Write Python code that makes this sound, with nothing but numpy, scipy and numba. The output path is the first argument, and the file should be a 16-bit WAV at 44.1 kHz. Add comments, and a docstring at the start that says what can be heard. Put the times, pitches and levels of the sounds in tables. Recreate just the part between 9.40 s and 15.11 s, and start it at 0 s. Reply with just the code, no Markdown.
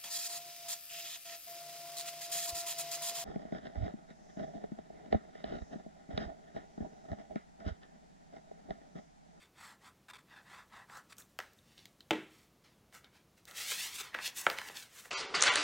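"""A tape runner lays adhesive on a hand-held card in short strokes, clicks, and is put down on a craft table.
A folded card is then slid across the table, flipped open with a snap and smoothed flat.
Strokes and rubs are dense random grains shaped by speed; snaps, clicks and the landing are struck pulses.
One close microphone above the table, in a small quiet room with low air noise."""
import sys
import numpy as np
from scipy import signal
from scipy.fft import rfft, irfft
from scipy.io import wavfile
from scipy.ndimage import uniform_filter1d
from numba import njit

SR = 44100
rng = np.random.default_rng(int(sys.argv[2]) if len(sys.argv) > 2 else 0)


def master(y):
    """Save y as 16-bit WAV."""
    cut = np.clip(np.atleast_2d(y).T, -1, 1)
    pcm = np.round(cut * 32767)  # scale
    wavfile.write(sys.argv[1], SR, pcm.astype(np.int16))


N = 251678
TIME = np.arange(N) / SR  # s

# strokes of the runner, levels relative: (middle [s], length [s], drumming of the card [dB],
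# rasp of the tape [dB], fizz of the peeling adhesive [dB], card resonance at the middle [Hz])
STROKE_TABLE = [(.0, 0.24, -71, -62.5, -69, 1780), (0.258, 0.26, -57, -59.5, -60, 1640),
                (0.464, 0.14, -59.5, -64, -64.5, 1460), (0.958, .2, -60.5, -61, -83, 1560),
                (1.154, 0.25, -55, -59, -65.5, 1600), (1.379, .19, -55.5, -61.5, -70, 1264),
                (1.552, .17, -53, -67, -59.5, 1240), (1.717, 0.071, -65, -68.5, -61, 1560)]
# bright crack of a card edge, also the crackle of rubbed card: (frequency [Hz], relative level [dB])
EDGE_COLOUR = [(100, -47), (800, -20), (2500, 3.5), (4000, 7), (5500, 5.5), (8000, -1.5), (11000, -8.5),
               (16000, -3)]


def undb(db):
    """Decibels to gain."""
    return 10 ** (np.asarray(db) / 20)


def unit(x):
    """Scale to rms 1."""
    return x / np.sqrt(np.mean(x ** 2))


def through(x, response):
    """Pass a sound through an impulse response."""
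    return signal.fftconvolve(x, response)[:len(x)]


def body(colour, size=4096):
    """Minimum-phase impulse response whose spectrum follows (Hz, dB) points."""
    hz, db = np.transpose(colour)
    bins = np.maximum(np.arange(size // 2 + 1) * SR / size, 1)
    level_db = np.interp(np.log(bins), np.log(hz), db)
    cepstrum = irfft(np.log(undb(level_db)))
    # folding the cepstrum forward makes the response causal
    cepstrum[1:size // 2] *= 2
    cepstrum[size // 2 + 1:] = 0
    return irfft(np.exp(rfft(cepstrum)))


def fade(t, t60):
    """Exponential decay, 60 dB down at t60 seconds."""
    return np.exp(-np.log(1000) * t / t60)


def walk(rate):
    """Random wander in straight segments, rate knots per second, with a spread near 1."""
    knots = rng.standard_normal(8192)
    return 1.2 * np.interp(TIME * rate, np.arange(len(knots)), knots)


def grains(rate, spread_db):
    """Tiny releases at random moments, rate per second, mostly weak and now and then strong; rms 1."""
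    hits = rng.random(N) < rate / SR
    strength = np.minimum(rng.exponential(size=N), 5)
    sign = rng.choice([-1, 1], N)
    return unit(hits * sign * undb(spread_db * strength))


def blows(times, db):
    """One impulse for each event."""
    out = np.zeros(N)
    index = np.clip(np.round(times * SR).astype(int), 0, N - 1)
    np.add.at(out, index, undb(db))
    return out


def flutter(impulses, db, t60):
    """Dense rattling that dies away after each impulse; db is its energy against the impulse."""
    power = fade(TIME[:SR // 2], t60) ** 2
    envelope = np.sqrt(np.abs(through(impulses ** 2, power / power.sum())))
    return undb(db) * envelope * rng.standard_normal(N)


def knock(times, db, colour, flutter_db, flutter_t60, tail_db, tail_t60):
    """Contact pulses of peak level db; a thin wall flutters briefly after each and leaves a faint tail."""
    impulses = blows(times, db)
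    pulse = body(colour)
    rattle = flutter(impulses, flutter_db, flutter_t60)
    tail = flutter(impulses, tail_db, tail_t60)
    return through(impulses + rattle + tail, pulse / np.abs(pulse).max())


@njit
def resonance(x, hz, width):
    """State-variable band-pass with a moving centre, gain 1 at the centre; hz and width in Hz."""
    y, band, low = np.empty(len(x)), 0., 0.
    for i in range(len(x)):
        g, k = np.tan(np.pi * hz[i] / SR), width / hz[i]
        v = (band + g * (x[i] - low)) / (1 + g * (g + k))
        band, low, y[i] = 2 * v - band, low + 2 * g * v, k * v
    return y


def moving_echo(x, delay, sway, db):
    """The bounce between card and table wanders in length as the hands move, so the colour shifts."""
    lag = delay * np.exp(sway * walk(5))  # s
    bounce = np.interp(TIME - lag, TIME, x)
    return (x + undb(db) * bounce) / np.hypot(1, undb(db))


def bending(x, delay, fast_hz=6000):
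    """Bending waves travel as the root of frequency: lows lag behind fast_hz, so a snap falls in pitch."""
    hz = np.arange(N + 1) * SR / (2 * N)
    phase = 2 * np.pi * delay * (2 * np.sqrt(hz * fast_hz) - hz)
    return irfft(rfft(x, 2 * N) * np.exp(-1j * phase))[:N]


def room_tone():
    """Steady low air noise with a faint hiss, its level wandering very slightly."""
    # air noise of the room: (frequency [Hz], relative level per Hz [dB])
    air_colour = [(15, -39), (25, -4), (82, -2), (206, -0.5), (249, -4.5), (363, -7.5), (451, -9),
                  (591, -10.5), (695, -11.5), (936, -14.5), (1260, -15.5), (1400, -18.5), (6920, -25),
                  (7920, -27), (16000, -29.5)]
    air = unit(through(rng.standard_normal(N), body(air_colour, size=16384)))
    return air * undb(-67.97 + 0.097 * walk(4.6))


def room(x):
    """A few close echoes, then a short diffuse tail whose treble dies sooner."""
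    # early echoes off the table and nearby things: (delay [s], level before softening [dB])
    echoes = [(.0014, -28), (.0026, -19), (.0042, -23), (.0098, -18)]
    t = TIME[:SR // 2]
    early = blows(*np.transpose(echoes))[:len(t)]
    early = signal.sosfilt(signal.butter(1, 4500, fs=SR, output="sos"), early)
    noise = rng.standard_normal(len(t))
    low = signal.sosfilt(signal.butter(2, 3500, fs=SR, output="sos"), noise)
    high = noise - low
    tail = low * fade(t, 0.31) + undb(2.5) * high * fade(t, 0.13)
    tail *= np.minimum(t / 0.018, 1)  # the tail builds up over 18 ms
    return x + through(x, early + undb(-41) * tail)


def desk(x):
    """Sound close to the table also stirs narrow resonances of its surface and the things standing on it."""
    # resonances: (frequency [Hz], width [Hz], level [dB])
    desk_modes = [(557, 114, -7.5), (800, 80, -8.5), (875, 23, -1), (1003, 31, 0.5), (1312, 71, -1),
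                  (1626, 64, -7.5), (1720, 55, -4), (1930, 23, -5.5), (2123, 87, -8.5), (2633, 43, -9),
                  (3130, 230, -10), (3582, 23, -1), (4030, 21, -0.5), (4410, 13, -3), (5880, 22, -5)]
    ringing = sum(undb(db) * signal.lfilter(*signal.iirpeak(hz, hz / width, fs=SR), x)
                  for hz, width, db in desk_modes)
    return x + ringing


def landing():
    """The runner lands and rocks: its hollow plastic case clacks and rattles; the table top booms under it."""
    # contacts with the table: (time [s], relative case level [dB], table level [dB])
    contacts = [(2.7080, -16.5, -30.5), (2.7102, -25.5, -23.5), (2.7187, -36, -43), (2.7325, -32, -60),
                (2.756, -41, -47)]
    # modes of the table top: (frequency [Hz], relative level [dB], t60 [s])
    table_modes = [(148.2, -28, 0.62), (201, -15.5, .32), (226, -17.5, .3), (275, -13.5, 0.31),
                   (313.4, -5.5, .31), (402, -15, 0.11), (433.5, -7.5, 0.15), (478, -19, .2),
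                   (582, -11.5, 0.13), (722, -20, .12), (806, -26, .12), (878, -13.5, .17)]
    # plastic case of the runner: (frequency [Hz], relative level [dB])
    case_colour = [(25, -59), (110, -45), (180, -12.5), (330, 11), (520, 0.5), (1000, -7.5), (1700, -2),
                   (2200, -0.5), (2900, -4), (3700, -8), (4400, -17.5), (8000, -23), (11000, -32.5),
                   (16000, -34.5)]
    s, case_db, table_db = np.transpose(contacts)
    t = TIME[:SR // 2]
    top = sum(undb(db) * np.sin(2 * np.pi * hz * t) * fade(t, t60) for hz, db, t60 in table_modes)
    # a thin board radiates little below its first mode
    top = signal.sosfilt(signal.butter(4, 150, "high", fs=SR, output="sos"), top)
    boom = through(blows(s, table_db), top)
    clack = knock(s, case_db, case_colour, flutter_db=5.5, flutter_t60=0.026, tail_db=-1.5, tail_t60=0.44)
    return clack, boom


def small_clicks():
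    """Light hard contacts of plastic and fingernails: a brief plastic ring under a bright tick."""
    # clicks: (time [s], relative ring level [dB], relative tick level [dB])
    clicks = [(1.575, -62, -44), (1.7680, -67, -48), (1.783, -62, -35.5), (1.8017, -68, -40.5),
              (1.8208, -53.5, -46), (2.134, -76, -51), (2.188, -60, -77), (2.379, -46, -56),
              (2.3912, -50, -58), (2.4555, -43, -42.5), (2.6062, -45, -50), (3.6447, -45.5, -58),
              (4.054, -54, -42.5), (4.078, -47.5, -51), (4.1114, -43.5, -43)]
    # plastic ring: (frequency [Hz], relative level [dB])
    ring_colour = [(40, -45), (300, 2), (1000, -18.5), (1700, -5), (2500, -9), (3100, -2), (3700, 7),
                   (4500, -4), (8000, -25.5), (16000, -34)]
    # bright tick: (frequency [Hz], relative level [dB])
    tick_colour = [(200, -53), (2000, -14), (4500, 1), (7000, 6), (10000, -6), (16000, 3)]
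    s, ring_db, tick_db = np.transpose(clicks)
    ring = knock(s, ring_db, ring_colour, flutter_db=4.5, flutter_t60=0.018, tail_db=-4.5, tail_t60=.15)
    tick = knock(s, tick_db, tick_colour, flutter_db=7.5, flutter_t60=.008, tail_db=-3, tail_t60=0.089)
    return ring + tick


def card_snaps():
    """The stiff sheet pops as a whole, its edge gives a short crack, and its slowest bend adds a soft thud."""
    # the card snaps, buckles and slaps down, levels relative:
    # (time [s], body pop [dB], edge crack [dB], low thud [dB])
    snaps = [(1.497, -44.5, -58, -54.5), (1.571, -51, -43.5, -51), (1.989, -30, -28.5, -36),
             (2.0019, -33.5, -40, -52), (3.526, -52.5, -55, -59), (4.318, -28.5, -42, -54.5),
             (4.744, -27.5, -40, -48), (4.7475, -22.5, -36, -36.5), (4.7879, -28, -46, -41.5),
             (4.8003, -37, -60, -57), (4.8770, -41, -27, -48.5), (5.0660, -10.5, -28, -18.5),
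             (5.1004, -24.5, -23.5, -40), (5.1140, -36, -33, -37), (5.1863, -28.5, -30.5, -46),
             (5.2155, -32.5, -38, -55), (5.2870, -40, -35, -47.5), (5.298, -39, -58, -42),
             (5.371, -42, -34, -56), (5.655, -45, -58, -48)]
    # pop of the whole sheet: (frequency [Hz], relative level [dB])
    pop_colour = [(30, -62), (100, -50), (290, -19.5), (430, -4), (620, -7.5), (820, -6.5), (1300, 3.5),
                  (1700, 7), (2200, 3), (3200, -6), (4100, -12), (5500, -29), (16000, -77)]
    # low thud: (frequency [Hz], relative level [dB])
    thud_colour = [(30, -42), (120, -13), (220, -10.5), (320, -1), (520, 5.5), (800, 5), (1500, -26.5),
                   (6000, -79)]
    s, pop_db, crack_db, thud_db = np.transpose(snaps)
    pop = knock(s, pop_db, pop_colour, flutter_db=1.0, flutter_t60=0.023, tail_db=-10.0, tail_t60=0.57)
    crack = knock(s, crack_db, EDGE_COLOUR, flutter_db=8.0, flutter_t60=0.0085, tail_db=-1.5, tail_t60=0.43)
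    thud = knock(s, thud_db + 0.5, thud_colour, flutter_db=-6, flutter_t60=0.084, tail_db=-7.5, tail_t60=0.24)
    return crack + bending(pop + thud, delay=0.000796)


def hold_gains():
    """Hiss, grain and drumming of fingers that shift faintly and at random on the held card."""
    held = 1. * (TIME > 0.86) * (TIME < 3.1)
    held = uniform_filter1d(held, size=2000)  # 45 ms ramps
    levels = undb([-86, -84, -91])  # hiss, grain, drumming
    return np.outer(levels, held * undb(3 * walk(31)))


def rub_gains():
    """Hiss, grain and drumming of the short rubs: each swells to its fastest moment and dies away."""
    # rubs of card on table, card or skin, levels relative:
    # (fastest at [s], rise [s], fall [s], hiss [dB], fine grain [dB], drumming of the sheet [dB])
    rubs = [(1.785, 0.0048, 0.028, -72, -54, -56.5), (2.03, 0.029, 0.025, -78, -71, -57),
            (2.32, .08, 0.083, -70, -80, -77), (2.384, 0.0095, 0.048, -60.5, -87, -70),
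            (3.001, 0.099, 0.049, -68.5, -73.5, -70), (3.245, 0.0055, 0.071, -68.5, -90, -67),
            (3.552, 0.016, .028, -58, -58.5, -53), (3.648, 0.016, 0.026, -74, -88, -59.5),
            (3.766, 0.028, 0.025, -65, -77, -63.5), (3.983, 0.011, 0.019, -67, -71, -67.5),
            (4.085, 0.011, 0.083, -61.5, -60.5, -54), (4.32, 0.024, 0.019, -52, -63, -51),
            (4.615, .025, 0.071, -51.5, -73, -50.5), (4.75, 0.019, 0.09, -59.5, -68, -44.5),
            (4.867, 0.039, 0.019, -37, -46.5, -57), (4.977, 0.018, 0.049, -45.5, -42, -52),
            (5.11, 0.12, 0.064, -62, -57.5, -49), (5.189, 0.016, 0.014, -46.5, -73, -42.5),
            (5.275, 0.076, 0.11, -55, -58, -50.5), (5.372, 0.023, 0.048, -48.5, -52.5, -58),
            (5.588, 0.059, 0.065, -57, -57, -59), (5.662, 0.022, 0.036, -68, -63, -56)]
    rise_shape, fall_shape = 1.82, 1.01  # 1 = exponential, 2 = bell
    power = np.zeros((3, N))
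    for s, rise, fall, *db in rubs:
        near = np.abs(TIME - s) < .5
        t = TIME[near] - s
        rising = np.abs(t / rise) ** rise_shape
        falling = np.abs(t / fall) ** fall_shape
        swell = np.exp(-np.where(t < 0, rising, falling))
        power[:, near] += np.outer(undb(db), swell) ** 2
    return np.sqrt(power)


def pull_gains():
    """Hiss, grain and drumming as the folded card is pulled over the table, all driven by its speed."""
    # loudness of the pull, following its speed: (time [s], relative level [dB])
    pull = [(4.135, -57.5), (4.175, -43), (4.253, -42.5), (4.307, -35.5), (4.357, -41), (4.415, -38.5),
            (4.521, -49), (4.559, -42.5), (4.609, -44), (4.705, -71)]
    s, db = np.transpose(pull)
    level = undb(np.interp(TIME, s, db)) * (TIME > s[0]) * (TIME < s[-1])
    level = uniform_filter1d(level, size=300)  # smoothed over 7 ms
    speed = np.abs(level) / level.max()
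    drum = undb(-51.5) * speed ** 0.28  # drumming grows only slowly with speed
    return np.array([level * undb(-2.5), level * undb(-6), drum])


def sliding():
    """Paper fibres catch on the table: a hiss, a finer grain on top, the sheet drumming along, and crackle."""
    # hiss of rubbed card: (frequency [Hz], relative level [dB])
    hiss_colour = [(40, -51), (300, -29), (1000, -42.5), (1900, 1), (2800, 3.5), (4000, 3), (5500, 1),
                   (7800, -9), (9500, -9.5), (16000, -21)]
    # fine grain: (frequency [Hz], relative level [dB])
    fine_colour = [(500, -57), (3000, -27), (6000, 4), (8000, 5), (10000, 0), (13000, -1), (16000, -2.5)]
    # drumming of the sheet: (frequency [Hz], relative level [dB])
    sheet_colour = [(40, -18), (150, -20), (400, -3.5), (600, -9), (920, -7.5), (1100, -4.5), (1500, -1.5),
                    (1950, -2.5), (2400, -4), (3200, -17), (6000, -45)]
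    # pull, rubs and held card add in power
    hiss, fine, drum = np.sqrt(pull_gains() ** 2 + rub_gains() ** 2 + hold_gains() ** 2)
    pressure = undb(1.48 * walk(70))
    layers = [(hiss * undb(0.5), hiss_colour, grains(rate=11000, spread_db=1.0)),
              (fine * undb(3.5), fine_colour, grains(rate=23000, spread_db=3.5)),
              (drum * undb(-2.5), sheet_colour, grains(rate=4000, spread_db=1.0)),
              (hiss * undb(-13.5), EDGE_COLOUR, grains(rate=310, spread_db=2.0))]  # scattered crackle
    rub = sum(gain * unit(through(fibres, body(colour))) for gain, colour, fibres in layers)
    return pressure * moving_echo(rub, delay=0.001067, sway=0.237, db=-6.5)


def stroke_speed(lead=0):
    """Relative speed of the roller, 0 to 1: each stroke gathers speed, holds it and slows, lead seconds early."""
    middle, length = np.transpose(STROKE_TABLE)[:2, :, None]
    flatness = 2.18  # 2 = a parabola, more = a longer even middle
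    from_middle = np.minimum(2 * np.abs(TIME + lead - middle) / length, 1)
    return 1 - from_middle ** flatness


def stroke_controls():
    """Gains of drumming, rasp and fizz, each a power of speed, and the card's resonance in Hz."""
    middle, length, roll_db, rasp_db, fizz_db, hz = np.transpose(STROKE_TABLE)
    speed = stroke_speed()
    early = stroke_speed(lead=0.01)  # the rasp runs 10 ms ahead
    roll = undb(roll_db) @ speed ** 2.23
    rasp = undb(rasp_db) @ early ** 2.4
    fizz = undb(fizz_db) @ speed ** 2.3
    nearest = np.searchsorted((middle[1:] + middle[:-1]) / 2, TIME)
    half = length[nearest] / 2
    travel = np.clip(TIME - middle[nearest], -half, half)
    card_hz = hz[nearest] - 560 * travel  # sinks 560 Hz per second as the roller travels
    return roll, rasp, fizz, card_hz


def roller():
    """Adhesive lets go of its tape in tiny threads; they drum the card, rasp and fizz at an uneven level."""
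    # the roller catches and skids: (start [s], length [s], relative level [dB])
    skids = [(0.684, 0.014, -54), (0.699, 0.014, -49.5), (.734, 0.0042, -51), (0.738, 0.012, -53.5),
             (0.754, 0.018, -54), (0.783, 0.011, -58.5), (0.792, 0.021, -66.5), (1.723, 0.0097, -53)]
    # card driven by the roller: (frequency [Hz], relative level [dB])
    roll_colour = [(60, -40), (250, -16), (500, -5.5), (750, 0), (1400, -1.5), (1950, -1.5), (2400, -15),
                   (3000, -23), (6000, -17), (16000, -46.5)]
    # rasp of the tape: (frequency [Hz], relative level [dB])
    rasp_colour = [(600, -22), (1700, 6.5), (2200, 1.5), (2600, 5.5), (3000, -3.5), (3550, 5), (4000, -2),
                   (4600, -3), (6000, -11.5), (9000, -15), (16000, -41)]
    # fizz of the peeling adhesive: (frequency [Hz], relative level [dB])
    fizz_colour = [(500, -30), (3000, -4.5), (4800, 0), (6200, -5.5), (7700, 2), (9000, -4.5), (10000, -7),
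                   (16000, -15)]
    roll, rasp, fizz, card_hz = stroke_controls()
    skid = sum(undb(db) * ((TIME > s) & (TIME < s + length)) for s, length, db in skids)
    skid = uniform_filter1d(skid, size=90)  # 2 ms ramps
    drum = through(grains(rate=5000, spread_db=2.1), body(roll_colour))
    drum = unit(.5 * drum + resonance(drum, card_hz, 1100.))
    tape = unit(through(grains(rate=8000, spread_db=3.0), body(rasp_colour)))
    peel = unit(through(grains(rate=9000, spread_db=3.0), body(fizz_colour)))
    stroke = drum * (roll + skid * undb(-4))
    stroke += tape * (rasp + skid * undb(-2.0))
    stroke += peel * (fizz + skid * undb(-8.5))
    unevenness = undb(-0.73 + 1.35 * walk(110))
    return moving_echo(stroke, delay=0.00086, sway=0.25, db=-8.5) * unevenness


def scene():
    """Everything reaches one close microphone, the same in both channels."""
    case, boom = landing()
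    near = roller() + sliding() + card_snaps() + small_clicks() + case
    mono = undb(-1.5) * room(desk(near)) + boom + room_tone()
    return np.array([mono, mono])


def record(dry):
    """The recorder drops the deepest rumble below 42 Hz and cuts the top steeply at 15.9 kHz."""
    dry = signal.sosfilt(signal.butter(5, 42, "high", fs=SR, output="sos"), dry)
    return signal.sosfilt(signal.ellip(10, .2, 70, 15900, fs=SR, output="sos"), dry)


dry = scene()
out = record(dry)
master(out)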